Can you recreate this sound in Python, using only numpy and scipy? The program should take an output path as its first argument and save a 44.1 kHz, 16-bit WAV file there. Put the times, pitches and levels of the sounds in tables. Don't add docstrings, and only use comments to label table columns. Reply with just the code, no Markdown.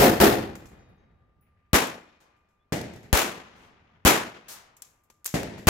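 import sys
import numpy as np
from scipy import signal
from scipy.fft import rfft, irfft
from scipy.io import wavfile
from scipy.ndimage import uniform_filter1d

SR = 44100
rng = np.random.default_rng(int(sys.argv[2]) if len(sys.argv) > 2 else 0)


def persist_wave(psi):
    counts = np.round(np.clip(psi, -1, 1) * 32767).astype(np.int16)
    wavfile.write(sys.argv[1], SR, np.atleast_2d(counts).T)


N = 250914
HZ = np.fft.rfftfreq(2 * SR, 1 / SR)
AGE = np.arange(2 * SR) / SR
CRACK_S = 0.0013

# f/Hz, level/dB per Hz
RIFLE_ROAR = [(29, -41.5), (50, -14), (408, -5.5), (545, -7), (601, -12), (729, -8.5), (997, -16.5),
              (1870, -17), (2380, -22), (6870, -28.5), (8750, -32), (14900, -26), (16000, -36.5)]
# f/Hz, level/dB per Hz
SHARP_ROAR = [(30, -26), (70, -16), (130, -7), (210, 0), (350, 1.5), (700, 1.5), (1400, -0.5), (2600, -3.5),
              (4750, -10.5), (7000, -8), (8700, -14.5), (12000, -11.5), (16000, -18.5)]
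# f/Hz, level/dB per Hz
DULL_ROAR = [(30, -29), (60, -3.5), (130, -1.5), (220, -0.5), (420, -2.5), (600, -4.5), (850, -11.5),
             (1150, -20.5), (1900, -15.5), (3500, -26), (7000, -27.5), (9000, -33.5), (13500, -36),
             (16000, -41.5)]
GUNS = {"rifle": (RIFLE_ROAR, .1, 0.00078, 0.9, -43), "sharp": (SHARP_ROAR, .1, 0.0058, 0.76, -44),
        "left": (SHARP_ROAR, 0.29, 0.0032, 0.81, -45.5), "dull": (DULL_ROAR, 1.5, 0.00024, 0.84, -27)}


def amp(db):
    return 10 ** (np.asarray(db) / 20)


def evened(x):
    return x / np.sqrt(np.mean(x ** 2) + 1e-30)


def read(points, hz):
    f, value = np.transpose(points)
    return np.interp(np.log(hz + 1), np.log(f + 1), value)


def add(mix, s, sound):
    start = round(s * SR)
    sound = sound[:, max(-start, 0):]
    part = mix[:, max(start, 0):][:, :sound.shape[1]]
    part += sound[:, :part.shape[1]]


def panned(left_db):
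    ratio = np.atleast_1d(amp(left_db))
    return np.array([ratio, np.ones_like(ratio)]) * np.sqrt(2 / (1 + ratio ** 2))


def noise(colour, tilt_db=0, size=2 * SR, white=None):
    # f/Hz, left-right correlation
    coherence = [(60, 0.95), (250, 0.92), (600, 0.3), (1400, 0.039), (14000, 0.23)]
    # f/Hz, left minus right level/dB
    balance = [(60, -1), (300, 0.5), (800, 2.5), (2000, 3), (5000, 5), (14000, 0.5)]
    hz = np.fft.rfftfreq(size, 1 / SR)
    if white is None:
        white = rng.standard_normal((2, size))
    left, other = rfft(white)
    same = np.clip(read(coherence, hz), -1, 1)
    right = same * left + np.sqrt(1 - same ** 2) * other
    pair = np.array([left, right]) * panned(read(balance, hz))
    spectrum = amp(read(colour, hz) + tilt_db * np.log2(hz + 20))
    return evened(irfft(pair * spectrum, size))


def bunches(depth_db, size, order=260):
    slow = uniform_filter1d(rng.standard_normal(size), size=order)
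    return amp(depth_db * evened(slow))


def burst(colour, decay_s, tilt_db=0):
    size = SR // 8
    return noise(colour, tilt_db, size=size) * np.exp(-AGE[:size] / decay_s)


def ring(modes):
    t = AGE[:SR]
    out = 0
    for hz, db, t60 in modes:
        own_phase = min(hz / 4000, 1) * rng.random((2, 1))
        cycles = hz * t + rng.random() + own_phase
        out = out + amp(db - 60 * t / t60) * np.sin(2 * np.pi * cycles)
    return out


def fade_by_band(x, envelope, count=10):
    centres = np.geomspace(40, 15000, count)
    z = rfft(x)
    out = 0
    for hz in centres:
        weight = read(np.c_[centres, centres == hz], HZ)
        out = out + irfft(z * weight) * envelope(hz)
    return out


def background():
    # f/Hz, level/dB per Hz
    air_colour = [(20, -6), (70, -4), (170, -16), (400, -18.5), (1000, -23.5), (2000, -32), (4500, -43),
                  (9000, -52.5), (16000, -52.5)]
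    air_db, whine_db = -72, -78.5
    whine_hz, whine_width_hz = 1196, 1.8
    waver = evened(uniform_filter1d(rng.standard_normal(N), size=1500))
    phase = 2 * np.pi * np.cumsum(whine_hz + whine_width_hz * waver) / SR
    whine = np.sin(phase) * bunches(3.2, size=N, order=1800)
    return amp(air_db) * noise(air_colour, size=N) + amp(whine_db) * evened(whine)


def pressure_wave(suction=1.0):
    corners_s = [0, .0003, .0029, .0035, .0043]
    return np.interp(AGE, corners_s, [0, 1, -suction / 2, -suction, 0])


def thump(hz=60, decay_s=0.013):
    return -np.sin(2 * np.pi * hz * AGE) * np.exp(-(AGE / decay_s) ** 2 / 2)


def blast(gun):
    direct = {"rifle": (-14.5, -19, -22.5, -4), "sharp": (-11.5, -9, -15.5, 3.5),
              "left": (-8, -11.5, -11, 20.5), "dull": (-27.5, -15.5, -36.5, 2.5)}
    crack_db, wave_db, thump_db, left_db = direct[gun]
    out = (amp(wave_db) * pressure_wave() + amp(thump_db) * thump()) * panned(left_db)
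    add(out, 0, amp(crack_db) * burst(GUNS[gun][0], CRACK_S, tilt_db=2.5))
    return out


def reflections(colour, per_s=260, spread_db=4):
    sizes = amp(spread_db * np.minimum(rng.exponential(1, (2, len(AGE))), 4))
    signs = rng.choice([-1, 1], sizes.shape)
    taps = sizes * signs * (rng.random(sizes.shape) < per_s / SR)
    slap = burst(colour, 0.0024, tilt_db=2.0)
    return evened(signal.oaconvolve(taps, slap, axes=1)[:, :len(AGE)])


def shot(paths, gun, roar_db, hold_s):
    # f/Hz, t60/s
    roar_t60 = [(60, 0.77), (200, .68), (500, 0.59), (1500, 0.59), (5000, 0.48), (14000, .35)]
    # f/Hz, t60/s
    roll_t60 = [(60, 4.6), (250, 1.8), (1500, 2.07), (5000, 1.15), (14000, 0.56)]
    # f/Hz, level/dB
    roll_colour = [(60, 6), (200, 2.5), (600, -2), (2000, 1.5), (5000, 4), (14000, -12)]
    wall_echo = {"rifle": (0.14, -28.5), "sharp": (0.03, 0.93), "left": (0.045, 5), "dull": (.091, -1.2)}
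    # f/Hz, level/dB, t60/s
    shelter_modes = [(129, -32, .55), (214, -23, .7), (330, -20, .68), (366, -23, .45), (408, -18, .5),
                     (528, -21, .45), (579, -26, .45), (696, -22, .45), (736, -26, .45), (837, -25, .4)]
    shelter_db = {"rifle": 14.5, "sharp": -7, "left": -10, "dull": 3}
    # f/Hz, level re roar/dB, t60/s
    steel_post = [(2455, -43, 1.7)]
    usual_hold_s, roll_db_per_doubling = .03, 5.5
    colour, tilt_db, build_s, linger, usual_roll_db = GUNS[gun]
    wall_s, echo_db = wall_echo[gun]
    roll_db = usual_roll_db + roll_db_per_doubling * np.log2(hold_s / usual_hold_s)
    swells = bunches(1.5, size=len(AGE), order=2600)

    def envelope(hz):
        roar_age = np.maximum(AGE - hold_s, 0)
        roar = amp(roar_db - 60 * roar_age / (linger * read(roar_t60, hz)))
        roll = amp(roll_db + read(roll_colour, hz) - 60 * AGE / read(roll_t60, hz))
        return np.hypot(roar, roll * swells) * (1 - np.exp(-AGE / build_s))

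    white = paths[gun] + rng.standard_normal((2, len(AGE)))
    diffuse = noise(colour, tilt_db, white=white) * bunches(1.3, size=len(AGE))
    slaps = amp(-9.0) * reflections(colour) * (1 - np.exp(-AGE / 0.15))
    out = fade_by_band(diffuse + slaps, envelope)
    add(out, wall_s, amp(roar_db + echo_db) * burst(colour, 2 * CRACK_S, tilt_db=2.0))
    shelter_rise = 1 - np.exp(-AGE[:SR] / 0.018)
    add(out, .012, amp(roar_db + shelter_db[gun]) * ring(shelter_modes) * shelter_rise)
    add(out, 0, amp(roar_db) * ring(steel_post))
    return out + blast(gun)


def clack(db, tilt_db, ring_t60=0.4):
    # f/Hz, level/dB per Hz
    snap_colour = [(100, -14.5), (300, -13.5), (1000, -5), (2000, -7), (4300, -10), (7200, -0.5),
                   (10500, -11.5), (13100, -4.5), (16000, -19)]
    # f/Hz, level/dB per Hz
    steel_colour = [(200, -19), (2000, -9.5), (4800, -8.5), (6200, -3), (7500, -2), (8500, -11.5),
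                    (11500, -8.5), (13200, -10.5), (16000, -18)]
    # f/Hz, level/dB, t60/s
    receiver_modes = [(3900, -10, .2), (5565, -5, .3), (6840, -7, .35), (7390, -1.5, 0.34),
                      (11500, -2, .25), (12200, -8, .35), (12900, -3.5, .3)]
    receiver_db = -8.5
    firm_db, firm_decay_s, softer_db_per_doubling = -30, 0.0034, 17
    firm_ring_db, ring_db_per_softer_db = -21, 0.192
    t = AGE[:SR // 2]
    softer_db = firm_db - db
    decay_s = firm_decay_s * 2 ** (softer_db / softer_db_per_doubling)
    ring_db = firm_ring_db + ring_db_per_softer_db * softer_db
    rattle = noise(steel_colour, size=len(t)) * bunches(1.3, size=len(t))
    out = rattle * amp(ring_db - 60 * t / ring_t60)
    add(out, 0, amp(ring_db + receiver_db) * ring(receiver_modes))
    add(out, 0, burst(snap_colour, decay_s, tilt_db))
    return amp(db) * out


def bouncing(modes, hop_s, count=3):
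    hop_shrink, hop_loss_db = .7, 12.5
    out, s = np.zeros((2, SR)), 0
    for hop in range(count):
        add(out, s, amp(-hop_loss_db * hop) * ring(modes))
        s += hop_s * hop_shrink ** hop
    return out


def scrape(edge_s=.02):
    # f/Hz, level/dB per Hz
    scrape_colour = [(500, -21.5), (1400, -2.5), (2000, 0), (2600, -3), (3500, -17.5), (9000, -34.5)]
    length_s, scrape_db = .33, -80.5
    t = AGE[:SR // 2]
    gate = np.clip(np.minimum(t, length_s - t) / edge_s, 0, 1)
    catching = noise(scrape_colour, size=len(t)) * bunches(2.5, size=len(t), order=700)
    return amp(scrape_db) * catching * gate


def strike(db, hold_s, tilt_db, rise_s=.002):
    # f/Hz, level/dB per Hz
    dirt_colour = [(150, -21), (400, -8.5), (1000, -2.5), (2800, -7), (6600, -2), (9500, -6.5),
                   (13900, -5.5), (16000, -11)]
    # f/Hz, t60/s
    dirt_t60 = [(1000, 1.0), (5000, 0.39), (14000, 0.23)]

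    def envelope(hz):
        return amp(-60 * np.maximum(AGE - hold_s, 0) / read(dirt_t60, hz))

    spray = fade_by_band(noise(dirt_colour, tilt_db), envelope)
    return amp(db) * spray * (1 - np.exp(-AGE / rise_s))


def chirp():
    length_s, from_hz, to_hz, chirp_db = 0.069, 3390, 3620, -80
    u = np.minimum(AGE / length_s, 1)
    hz = from_hz + (to_hz - from_hz) * u ** 2
    tone = np.sin(2 * np.pi * np.cumsum(hz) / SR)
    return amp(chirp_db) * np.sin(np.pi * u) ** 2 * tone * panned(0)


def scene():
    # t/s, gun, roar level/dB, time the roar holds/s
    shots = [(-0.008, "rifle", -13.5, .055), (0.2014, "rifle", -12.5, 0.043), (1.7321, "sharp", -14, 0.013),
             (2.7227, "dull", -25, 0.0039), (3.129, "left", -19.5, 0.057), (4.0507, "sharp", -12, 0.029),
             (5.341, "dull", -25, 0.008), (5.6711, "sharp", -12.5, 0.041)]
    # t/s, force level/dB, tilt/dB per octave
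    clacks = [(0.5545, -38, -4), (0.657, -41.5, -6.5), (1.87, -35, 5), (2.366, -73, -7), (2.489, -70, -6),
              (2.9364, -50, -3), (2.9598, -46, -4.5), (3.03, -48, -6), (4.767, -52, 3), (4.821, -33, 3.5),
              (5.036, -68, 9), (5.101, -51.5, -2.5), (5.2448, -34, 12), (5.256, -29, 0.5),
              (5.260, -16.5, 3), (5.266, -22, 6), (5.2762, -32, 1), (5.582, -38, -6.5)]
    # t/s, level/dB, time to the next landing/s
    cases = [(0.556, -55, 0.092), (0.888, -76, .067), (1.41, -69.5, .055)]
    # f/Hz, level/dB, t60/s
    brass_modes = [(10680, -4.5, .28), (14880, 0, .2), (15050, -6.5, .2)]
    # f/Hz, level/dB, t60/s
    skitter_modes = [(3810, -0.5, 1.1), (4720, -5.5, .8), (5270, -7, .47), (5565, -6, 0.45),
                     (6250, 2, 0.35), (6700, -2, 0.39)]
    # t/s, level/dB, time the spray holds/s, tilt/dB per octave
    strikes = [(2.202, -60.5, 0.0021, -3.5), (3.554, -60.5, 0.11, -5.5), (4.482, -41.5, 0.045, 0)]
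    mix = background()
    paths = {gun: rng.standard_normal((2, len(AGE))) for gun in GUNS}
    for s, *row in shots:
        add(mix, s, shot(paths, *row))
    for s, *row in clacks:
        add(mix, s, clack(*row))
    for s, db, hop_s in cases:
        add(mix, s, amp(db) * bouncing(brass_modes, hop_s))
    add(mix, 0.79, amp(-75) * bouncing(skitter_modes, hop_s=.19))
    add(mix, 1.41, scrape())
    for s, *row in strikes:
        add(mix, s, strike(*row))
    add(mix, 2.585, chirp())
    return mix


def record(dry, low_cut_hz=28, edge_hz=15900):
    high_pass = signal.butter(1, low_cut_hz, "highpass", fs=SR, output="sos")
    dry = signal.sosfilt(high_pass, dry)
    rounded = dry / (1 + dry ** 6) ** (1 / 6)
    low_pass = signal.firwin(255, edge_hz, window=("kaiser", 9), fs=SR)
    return signal.oaconvolve(rounded, low_pass[None], "same")


dry = scene()
out = record(dry)
persist_wave(out)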